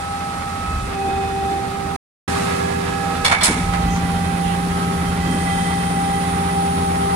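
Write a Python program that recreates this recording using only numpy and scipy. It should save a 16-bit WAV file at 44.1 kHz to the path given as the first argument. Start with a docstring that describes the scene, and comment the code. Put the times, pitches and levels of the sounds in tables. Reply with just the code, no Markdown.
"""A truck-mounted concrete pump whines in a walled street: its piston and gear pumps ripple the oil.
The diesel that drives them throbs and clatters; there are narrow high hisses and one brief rattle.
It is heard from afar, then, after a short silence, from beside the truck, where a steel part clanks
and scrapes by stick-slip friction and the listener walks round to stand aside.
Light gusts and bumps reach the hand-held microphone."""
import sys
import numpy as np
from scipy import signal
from scipy.fft import rfft, irfft
from scipy.io import wavfile
from scipy.ndimage import uniform_filter1d

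SR = 44100
rng = np.random.default_rng(int(sys.argv[2]) if len(sys.argv) > 2 else 0)


def wav_record(signal):
    """Record a signal, one row per channel, as 16-bit PCM in the file named by sys.argv[1]."""
    frames = np.transpose(np.atleast_2d(signal))
    bounded = np.clip(frames, -1, 1)
    # unit amplitude maps onto the largest positive 16-bit level
    quanta = np.round(bounded * 32767).astype(np.int16)
    wavfile.write(sys.argv[1], SR, quanta)


N = 315315
TIME, FREQS = np.arange(N) / SR, np.fft.rfftfreq(N, 1 / SR)
FAR_ENDS_S, NEAR_STARTS_S, WALK_STARTS_S, WALK_ENDS_S = 1.962, 2.279, 3.35, 3.87


def amp(db):
    """Decibels to amplitude ratio."""
    return 10 ** (np.asarray(db) / 20)


def unit(x):
    """Normalisation to rms 1."""
    return x / np.sqrt(np.mean(abs(x) ** 2) + 1e-20)


def curves(rows):
    """Linear interpolation of each column of a time table."""
    time_s, *columns = np.transpose(rows)
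    return [np.interp(TIME, time_s, column) for column in columns]


def spectrum(points):
    """Interpolation of a table over log frequency."""
    hz, value = np.transpose(points)
    return np.interp(np.log(FREQS + 1), np.log(hz + 1), value)


def drift(rate_hz, size=4096):
    """Random modulation: low-passed noise of rms 1."""
    hz = np.fft.rfftfreq(size, TIME[-1] / size)
    slow = irfft(rfft(rng.standard_normal(size)) / (1 + (hz / rate_hz) ** 4))
    return np.interp(TIME, np.linspace(0, TIME[-1], size), unit(slow))


def colour(x, points):
    """Spectral shaping; the mean of the channels has rms 1."""
    shaped = irfft(rfft(x) * amp(spectrum(points)), N)
    return shaped / shaped.mean(0).std()


def tone(cycles, level_db, flutter, flutter_hz, pan_db=0, lead_rad=0):
    """A partial as a steady plus a random phasor; flutter (0-1) is the random one's amplitude."""
    left = amp(pan_db / 2) * np.exp(.5j * lead_rad) * np.ones(N)
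    pair = np.array([left, 1 / left])
    phasor = np.sqrt(1 - flutter ** 2) + flutter * (drift(flutter_hz) + 1j * drift(flutter_hz)) / 2 ** .5
    wave = phasor * np.exp(2j * np.pi * (cycles + rng.random()))
    return np.sqrt(2) * amp(level_db) * (pair * wave).real / abs(pair.mean(0))


def far_or_near(far, near):
    """A step from the distant value to the one beside the truck."""
    return np.where(TIME < FAR_ENDS_S, far, near)


def standpoint(far, close, aside):
    """A step from far to close, then a ramp during the walk."""
    return far_or_near(far, np.interp(TIME, [WALK_STARTS_S, WALK_ENDS_S], [close, aside]))


# Likeness of the two microphone ports: frequency_hz, coherence
COHERENCE = [(60, 0.85), (200, 1), (400, 0.25), (800, 0.35), (1500, 0.12), (4000, 0.17), (9000, 0.11),
             (15000, 0.28)]
# Balance from afar and beside the truck: frequency_hz, left_minus_right_db
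FAR_BALANCE = [(60, 0), (110, -12), (200, -4), (380, -8.5), (700, 8), (1290, -6.5), (2380, -1), (4400, -6),
               (8120, -1), (15000, 1.5)]
NEAR_BALANCE = [(60, 0), (110, -2.5), (200, 0), (380, 2), (700, -5), (1290, -5.5), (2380, -5.5), (4400, -7),
                (8120, -2), (15000, -4.5)]

def ports(a, b, far_lag_ms=-0.338, near_lag_ms=0.3045):
    """Partial coherence: two independent signals mix into a pair with time and level differences."""
    right, coherence = rfft(a), spectrum(COHERENCE)
    left = coherence * right + np.sqrt(1 - coherence ** 2) * rfft(b)
    pairs = []
    for lag_ms, balance in (far_lag_ms, FAR_BALANCE), (near_lag_ms, NEAR_BALANCE):
        delayed = left * np.exp(-2j * np.pi * FREQS * lag_ms / 1000)
        pairs.append(irfft(np.array([delayed, right]) * amp(np.outer([.5, -.5], spectrum(balance))), N))
    return far_or_near(*pairs)


def air():
    """Turbulence: broadband noise, partly coherent at the two ports."""
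    return ports(*rng.standard_normal((2, N)))


# Gusts: peak_s, strength_db, rise_s, fall_s
GUSTS = [(.82, -24.5, .15, 0.097), (3.62, -24, 0.27, 0.63), (5.1, -37, 0.68, .6)]
# Wind spectrum: frequency_hz, density_db
WIND_SPECTRUM = [(15, -30), (26, -14), (38, -3.5), (62, -1.5), (100, -5.5), (200, -28), (400, -41),
                 (1000, -66)]

def wind(breeze_db=-39.5):
    """Turbulent pressure at the microphone: an uneven rumble, alike at both ports."""
    strength = amp(breeze_db)
    for peak_s, db, rise_s, fall_s in GUSTS:
        width_s = np.where(TIME < peak_s, rise_s, fall_s)
        strength = strength + amp(db) * np.exp(-((TIME - peak_s) / width_s) ** 2)
    return strength * amp(2.7 * drift(9) - 2.5) * colour(rng.standard_normal((1, N)), WIND_SPECTRUM)


# Bumps on the microphone: start_s, level_db, length_s, pitch_hz
BUMPS = [(1.02, -30.5, 0.13, 288), (1.43, -34, 0.22, 272), (3.477, -15.5, 0.047, 249),
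         (3.493, -22.5, 0.16, 201), (5.237, -24, 0.082, 224), (5.303, -26, 0.12, 232)]

def bumps():
    """Structure-borne sound: soft thuds, an octave wide, shake both ports alike."""
    out = np.zeros(N)
    for start_s, db, length_s, hz in BUMPS:
        octave = signal.butter(2, [hz / np.sqrt(2), hz * np.sqrt(2)], "band", fs=SR, output="sos")
        thud = unit(signal.sosfilt(octave, rng.standard_normal(N)))
        out += amp(db) * thud * np.sin(np.pi * np.clip((TIME - start_s) / length_s, 0, 1))
    return out


def walls(x, delays_ms=(4.3, 11, 27), gains=(.25, .3, .16)):
    """Comb filtering: echoes from the ground, the truck and a wall interfere with the direct sound."""
    comb = 1 + sum(g * np.exp(-2j * np.pi * FREQS * ms / 1000) for ms, g in zip(delays_ms, gains))
    return irfft(rfft(x) * unit(comb), N)


# Narrow bands of noise, high hisses and one brief rattle near 3 kHz:
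# start_s, length_s, starting_pitch_hz, relative_level_db
NOISE_BANDS = [(3.883, .08, 6300, -43), (4.0, 1.15, 9650, -47.5), (4.42, 0.11, 2920, -42.5),
               (5.277, 2.0, 9120, -42.5)]

def hisses_and_rattle(width_hz=1200, glide_hz_per_s=330, fade_db_per_s=1, edge_s=0.042, gain_db=6):
    """Narrow-band noise: each band glides upwards and fades while it sounds."""
    noise = rng.standard_normal((2, N)) + 1j * rng.standard_normal((2, N))
    band = signal.sosfilt(signal.butter(2, width_hz / 2, fs=SR, output="sos"), noise)
    out = np.zeros((2, N))
    for start_s, length_s, hz, db in NOISE_BANDS:
        age = TIME - start_s
        envelope = np.clip(np.minimum(age, length_s + edge_s - age) / edge_s, 0, 1)
        carrier = np.exp(2j * np.pi * np.cumsum(hz + glide_hz_per_s * age) / SR)
        out += envelope * amp(db + gain_db - fade_db_per_s * age) * unit((band * carrier).real)
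    return out * amp([[-.5], [.5]])


# Modes of the steel part: frequency_hz, level_db, t60_s
STEEL_MODES = [(692, -21, 0.065), (880, 2, 0.087), (1140, -5, 0.087), (1434, 1.5, 0.055), (1703, -1, 0.12),
               (2097, 0, 0.14), (2230, 3.5, 0.28), (2290, -4, 0.3), (2300, -4, 0.18), (3530, 2, 0.014),
               (4260, 1.5, 0.011), (5090, -3, 0.025), (6500, -23, .005), (7780, -0.5, 0.015),
               (9800, -1, 0.024)]
# Spectra of a heavy grind and a fast, light scrape: frequency_hz, density_db
GRIND_SPECTRUM = [(150, -2), (400, -10.5), (800, 11), (1400, 4.5), (1900, 5.5), (2250, 5), (2700, -0.5),
                  (3600, -7), (6000, -16), (10000, -43), (11500, -42), (16000, -48)]
SCRAPE_SPECTRUM = [(150, -13), (800, -10.5), (2000, -4), (2900, -5), (3600, 6.5), (4600, 3.5), (6000, 4.5),
                   (8000, 8), (9800, 10), (10800, 1), (11600, -19), (16000, -14)]
# Blows: start_s, force_db, hold_s, brightness (0-1), ring_over_rasp_db, focus_hz, grind_t60_s
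CLANKS = [(3.246, -14, 0.015, 0.31, 6.5, 3600, 0.59), (3.313, -11, 0.015, 0.04, 3.5, 1990, 0.43),
          (3.408, -18.5, .012, 0.06, 5, 3900, 0.11), (3.432, -8.5, 0.015, 1, 1.5, 8340, 0.65),
          (3.734, -24, 0.0069, 0.02, -12, 1350, 0.049)]

def steel(stick_slip_db=3, focus_db=12, pan_db=1.5):
    """Stick-slip friction drives damped modes: each blow is a short rasp, then a duller grinding."""
    mode_hz, mode_db, mode_t60 = np.transpose(STEEL_MODES)
    t = TIME[:SR // 2, None]
    modes = amp(-60 * t / mode_t60) * np.sin(2 * np.pi * mode_hz * t) / np.sqrt(mode_t60)
    grind, scrape, contact = colour(air(), GRIND_SPECTRUM), colour(air(), SCRAPE_SPECTRUM), air()
    slips = amp(stick_slip_db * np.tanh(drift(150)) - 5)

    def rub(start_s, db, hold_s, bright, ring_db, focus_hz, rise_s, t60_s):
        """Selective excitation: the point of contact favours the modes near focus_hz."""
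        age = TIME - start_s
        release_db = 60 * np.maximum(age - rise_s - hold_s, 0) / t60_s
        force = slips * np.clip(age / rise_s, 0, 1) * amp(db - release_db)
        rasp = force * (np.sqrt(1 - bright) * grind + np.sqrt(bright) * scrape)
        response = modes @ amp(mode_db - focus_db * np.log2(mode_hz / focus_hz) ** 2)
        ring = signal.oaconvolve(force * contact, response[None] / np.linalg.norm(response), axes=1)
        return rasp + amp(ring_db) * ring[:, :N]

    out = np.zeros((2, N))
    for start_s, db, hold_s, bright, ring_db, focus_hz, grind_t60_s in CLANKS:
        out += rub(start_s, db, hold_s, bright, ring_db, focus_hz, rise_s=0.0015, t60_s=0.14)
        out += rub(start_s, db - 6, hold_s, 0.32 * bright,
                   ring_db=-4.5, focus_hz=2250, rise_s=0.023, t60_s=grind_t60_s)
    return out * amp([[pan_db / 2], [-pan_db / 2]])


# Shaft speed, given as the whine at twice the piston rate: time_s, pitch_hz
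SHAFT_SPEED = [(0.0, 800.9), (0.82, 795.9), (1.0, 784.9), (1.3, 783.5), (1.9, 792.2), (2.6, 795.1),
               (4.35, 791.8), (4.75, 795.6), (5.2, 793.6), (7.15, 794.7)]

def whine_hz():
    """Rotational orders: every engine and pump tone is proportional to this pitch."""
    return curves(SHAFT_SPEED)[0]


def load(free_hz=796, full_sag_hz=11.5):
    """Speed droop: the load (0-1) shows in how far the shaft slows."""
    return np.clip((free_hz - whine_hz()) / full_sag_hz, 0, 1)


def stroke(start_s=5.2, rise_s=0.023, hold_s=0.38, fade_s=0.38):
    """Envelope (0-1) of one hard pump stroke: attack, hold, exponential decay."""
    age = TIME - start_s
    return np.clip(age / rise_s, 0, 1) * np.exp(-np.maximum(age - rise_s - hold_s, 0) / fade_s)


def flare(holds_until_s=2.45, ends_s=2.68):
    """Envelope (0-1) that leaves the machinery louder until just after it is first heard close."""
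    return np.interp(TIME, [holds_until_s, ends_s], [1, 0])


def clatter_db():
    """Reference level of the clatter and of the weak pump partials."""
    return standpoint(-42.5, -36, -37.5) + 3.5 * flare()


# Spectra of the diesel's clatter and the fan's hiss: frequency_hz, density_db
CLATTER_SPECTRUM = [(200, -7.5), (450, -5.5), (600, 1), (850, 1.5), (1000, 2), (1250, 4.5), (1500, -1.5),
                    (2050, -2.5), (2600, -6.5), (3100, -10.5), (3600, -9.5), (5000, -19), (9000, -61.5)]
FAN_SPECTRUM = [(1500, -7.5), (3200, -4), (4200, -1), (5200, -1), (6300, -2.5), (7600, -1), (9800, 0),
                (10600, -4.5), (11300, -8.5), (13000, -17.5), (15800, -36)]

def clatter(firing_hz=80.9, depth=0.083, ticks_per_s=500, tick_share=0.31, spread_db=8.5, gain_db=4.5):
    """Amplitude modulation: combustion noise and metal ticks swell at each firing, under a fan's hiss."""
    firing_cycles = np.cumsum(firing_hz * (1 + 0.014 * drift(9.7))) / SR
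    firing = 1 + depth * np.cos(2 * np.pi * firing_cycles)
    impulses = (rng.random((2, N)) < ticks_per_s / SR) * rng.choice([-1, 1], (2, N))
    ticks = impulses * amp(spread_db * np.minimum(rng.exponential(1, (2, N)), 3))
    drive = (air() + tick_share * unit(ports(*ticks))) * firing
    knock = amp(clatter_db() + 1.3 * drift(25)) * colour(drive, CLATTER_SPECTRUM)
    hiss_db = standpoint(-51.5, -44, -45) + 2 * stroke() - 1.5 * load() + 5 * flare()
    hiss = amp(hiss_db + .5 * drift(46)) * colour(air() + 0.14 * drive, FAN_SPECTRUM)
    return amp(gain_db) * (knock + hiss)


# Engine partials: multiple_of_hum, level_over_rumble_db, flutter
THROB_PARTIALS = [(.446, -3, 0.46), (.5, -2, 0.5), (.631, -13.5, 0.1), (.7, -6, 0.3), (.791, -10.5, 0.4),
                  (.905, -8, 0), (1.095, -5, 0), (1.191, -14, .4), (1.314, -8, 0.4), (1.402, -14, 0.9),
                  (1.5, -7, 0.33), (1.578, -15.5, 0.1), (1.685, -13.5, 0.6), (2.5, -24.5, 0.4)]
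# Engine rumble: frequency_hz, density_db
RUMBLE_SPECTRUM = [(25, -35), (45, -5.5), (80, -1), (130, -3.5), (210, -1), (280, -1), (350, -6),
                   (480, -5.5), (600, -16), (1200, -36)]

def engine(hum_per_whine=.2191, retreat_db_per_s=1.03, panel_multiple=2.79):
    """Beating: weaker partials throb against the hum, over a rumble and a panel in forced vibration."""
    far_rumble_db = np.interp(TIME, [0, FAR_ENDS_S], [-40.5, -35])
    rumble_db = standpoint(far_rumble_db, -33.3, -31.5) + 1.05 * flare()
    retreat_db = retreat_db_per_s * np.maximum(TIME - WALK_ENDS_S, 0)  # the listener backs away
    hum_db = standpoint(-38, -30, -22.5) - retreat_db
    cycles = np.cumsum(hum_per_whine * whine_hz()) / SR
    out = tone(cycles, hum_db, flutter=0.057, flutter_hz=4.7, lead_rad=-0.356)
    for multiple, db, flutter in THROB_PARTIALS:
        out += tone(multiple * cycles, rumble_db + db, flutter, flutter_hz=3, lead_rad=-.3 * multiple)
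    panel_db = standpoint(-62.5, -40, -55)
    out += tone(panel_multiple * cycles, panel_db, flutter=0.12, flutter_hz=11, pan_db=-9)
    return out + amp(rumble_db) * colour(air(), RUMBLE_SPECTRUM)


# The whine, as direct and reflected sound interfere at the moving listener:
# time_s, level_db, left_minus_right_db, left_lead_rad
WHINE_AT_LISTENER = [(0.05, -31.5, 1, 1.4), (0.55, -32.5, -6.5, 1.2), (0.88, -38.5, -7, 1.2),
                     (1.02, -23.5, -1, 0.8), (1.42, -24, 0, 0.6), (1.9, -31.5, -12.5, 1.5),
                     (2.3, -30, 5.4, 1.2), (2.7, -37, -6.5, 3), (3.1, -25.5, -7.5, 0.2),
                     (3.55, -30.5, 0.6, 1.5), (3.78, -28, -16, -1.5), (4.0, -28, 2, 0.4),
                     (4.5, -27.5, -23, 1.2), (4.72, -31, 4, -1.3), (5.2, -29, -3, -1.1),
                     (5.7, -27, 6.5, -1.5), (6.25, -25.5, -2, -1.45), (7.15, -30, 3.3, -2.5)]
# Fundamentals of the two pumps beside the truck: time_s, level_db
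NEAR_PISTON_LEVEL = [(2.3, -34.6), (2.8, -35.5), (3.1, -40.3), (4.4, -41.5), (4.85, -32.5), (5.5, -41),
                     (6.5, -34.5), (7.15, -32)]
NEAR_GEAR_LEVEL = [(2.3, -37), (2.5, -30.5), (2.7, -45), (3.15, -31), (3.8, -34), (4.05, -58), (4.5, -47),
                   (4.85, -33.0), (5.3, -49), (7.15, -38.5)]
# Harmonics and a sum tone: piston_order, gear_order, far_db, close_db, aside_db, effort_gain_db, flutter
UPPER_PARTIALS = [(5, 0, -57.5, -45.5, -45.5, 6, 0.93), (8, 0, -68.5, -67, -51.5, 8, 0.6),
                  (9, 0, -67, -72, -59, 11, 0.6), (0, 2, -51.5, -48.5, -51.5, 6, .4),
                  (1, 1, -57.5, -37, -57, 8, 0.62)]
# Weak partials: piston_order, relative_level_db, flutter
WEAK_PARTIALS = [(3.01, -20, 1), (3.927, -13.5, 0.8), (23.8, -28, .4)]

def pumps(gear_per_piston=3.226, pressure_peak_s=.71, pressure_width_s=0.11):
    """Periodic pressure ripple: a piston pump and a gear pump on one shaft radiate tones."""
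    piston = np.cumsum(whine_hz() / 2) / SR  # phase in cycles
    gear = piston * gear_per_piston
    # Pressure builds just before the load is taken up, and the gear pump sings out.
    pressure_db = 4.5 * np.exp(-((TIME - pressure_peak_s) / pressure_width_s) ** 2)
    # From afar, load strengthens the piston tone and quietens the gear tone.
    piston_db = far_or_near(-48.5 + 18 * np.sqrt(load()), curves(NEAR_PISTON_LEVEL)[0])
    gear_db = far_or_near(-34 - 11.5 * load(), curves(NEAR_GEAR_LEVEL)[0]) + pressure_db
    whine_db, pan_db, lead_rad = curves(WHINE_AT_LISTENER)
    out = tone(2 * piston, whine_db + 0.96 * drift(6), flutter=0.19, flutter_hz=35.5,
               pan_db=pan_db, lead_rad=lead_rad)
    out += tone(piston, piston_db, flutter=0.2, flutter_hz=21,
                pan_db=standpoint(-2.5, -3, 2.5), lead_rad=standpoint(-1.35, -2.35, 1))
    out += tone(gear, gear_db, flutter=far_or_near(0.19, 0.43), flutter_hz=24,
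                pan_db=-3.5, lead_rad=standpoint(.8, -0.37, 2))
    effort = np.maximum(load() ** 2, stroke())
    for piston_order, gear_order, far_db, close_db, aside_db, effort_db, flutter in UPPER_PARTIALS:
        swell_db = effort_db * effort + gear_order * pressure_db + 2.1 * drift(0.8)
        level_db = standpoint(far_db, close_db, aside_db) + swell_db
        out += tone(piston_order * piston + gear_order * gear, level_db, flutter, flutter_hz=36.4,
                    pan_db=-12.5, lead_rad=2.1 * np.tanh(drift(0.77)))
    for order, db, flutter in WEAK_PARTIALS:  # short waves fade in and out among the reflections
        out += tone(order * piston, clatter_db() + db + 2 * drift(0.97), flutter, flutter_hz=29,
                    pan_db=0.5, lead_rad=1.2 * np.tanh(drift(0.57)))
    return out


def scene():
    """Superposition of all sources; the clatter, hisses and rattle also echo."""
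    return engine() + pumps() + walls(clatter() + hisses_and_rattle()) + steel() + wind() + bumps()


def limiter(x, threshold_db=-13, slope=0.68, recovery_db_per_s=30):
    """Dynamic compression: the gain drops at once under loud clanks and recovers slowly."""
    power_db = 10 * np.log10(abs(uniform_filter1d((x ** 2).mean(0), size=400)) + 1e-12)
    recovery_db = recovery_db_per_s * TIME
    held_db = np.maximum.accumulate(power_db + recovery_db) - recovery_db
    excess_db = np.maximum(held_db - threshold_db, 0)
    return x / amp(slope * uniform_filter1d(excess_db, size=200))


def record(dry, ceiling=.85, cutoff_hz=15700):
    """Limiting and clipping, silence between the far and close standpoints, then a band limit."""
    gate = uniform_filter1d(((TIME < FAR_ENDS_S) | (TIME > NEAR_STARTS_S)) * 1., size=128)
    clipped = np.clip(limiter(dry), -ceiling, ceiling)
    lowpass = signal.firwin(511, cutoff_hz, window=("kaiser", 9), fs=SR)
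    return signal.oaconvolve(clipped * gate, lowpass[None], "same")


dry = scene()
out = record(dry)
wav_record(out)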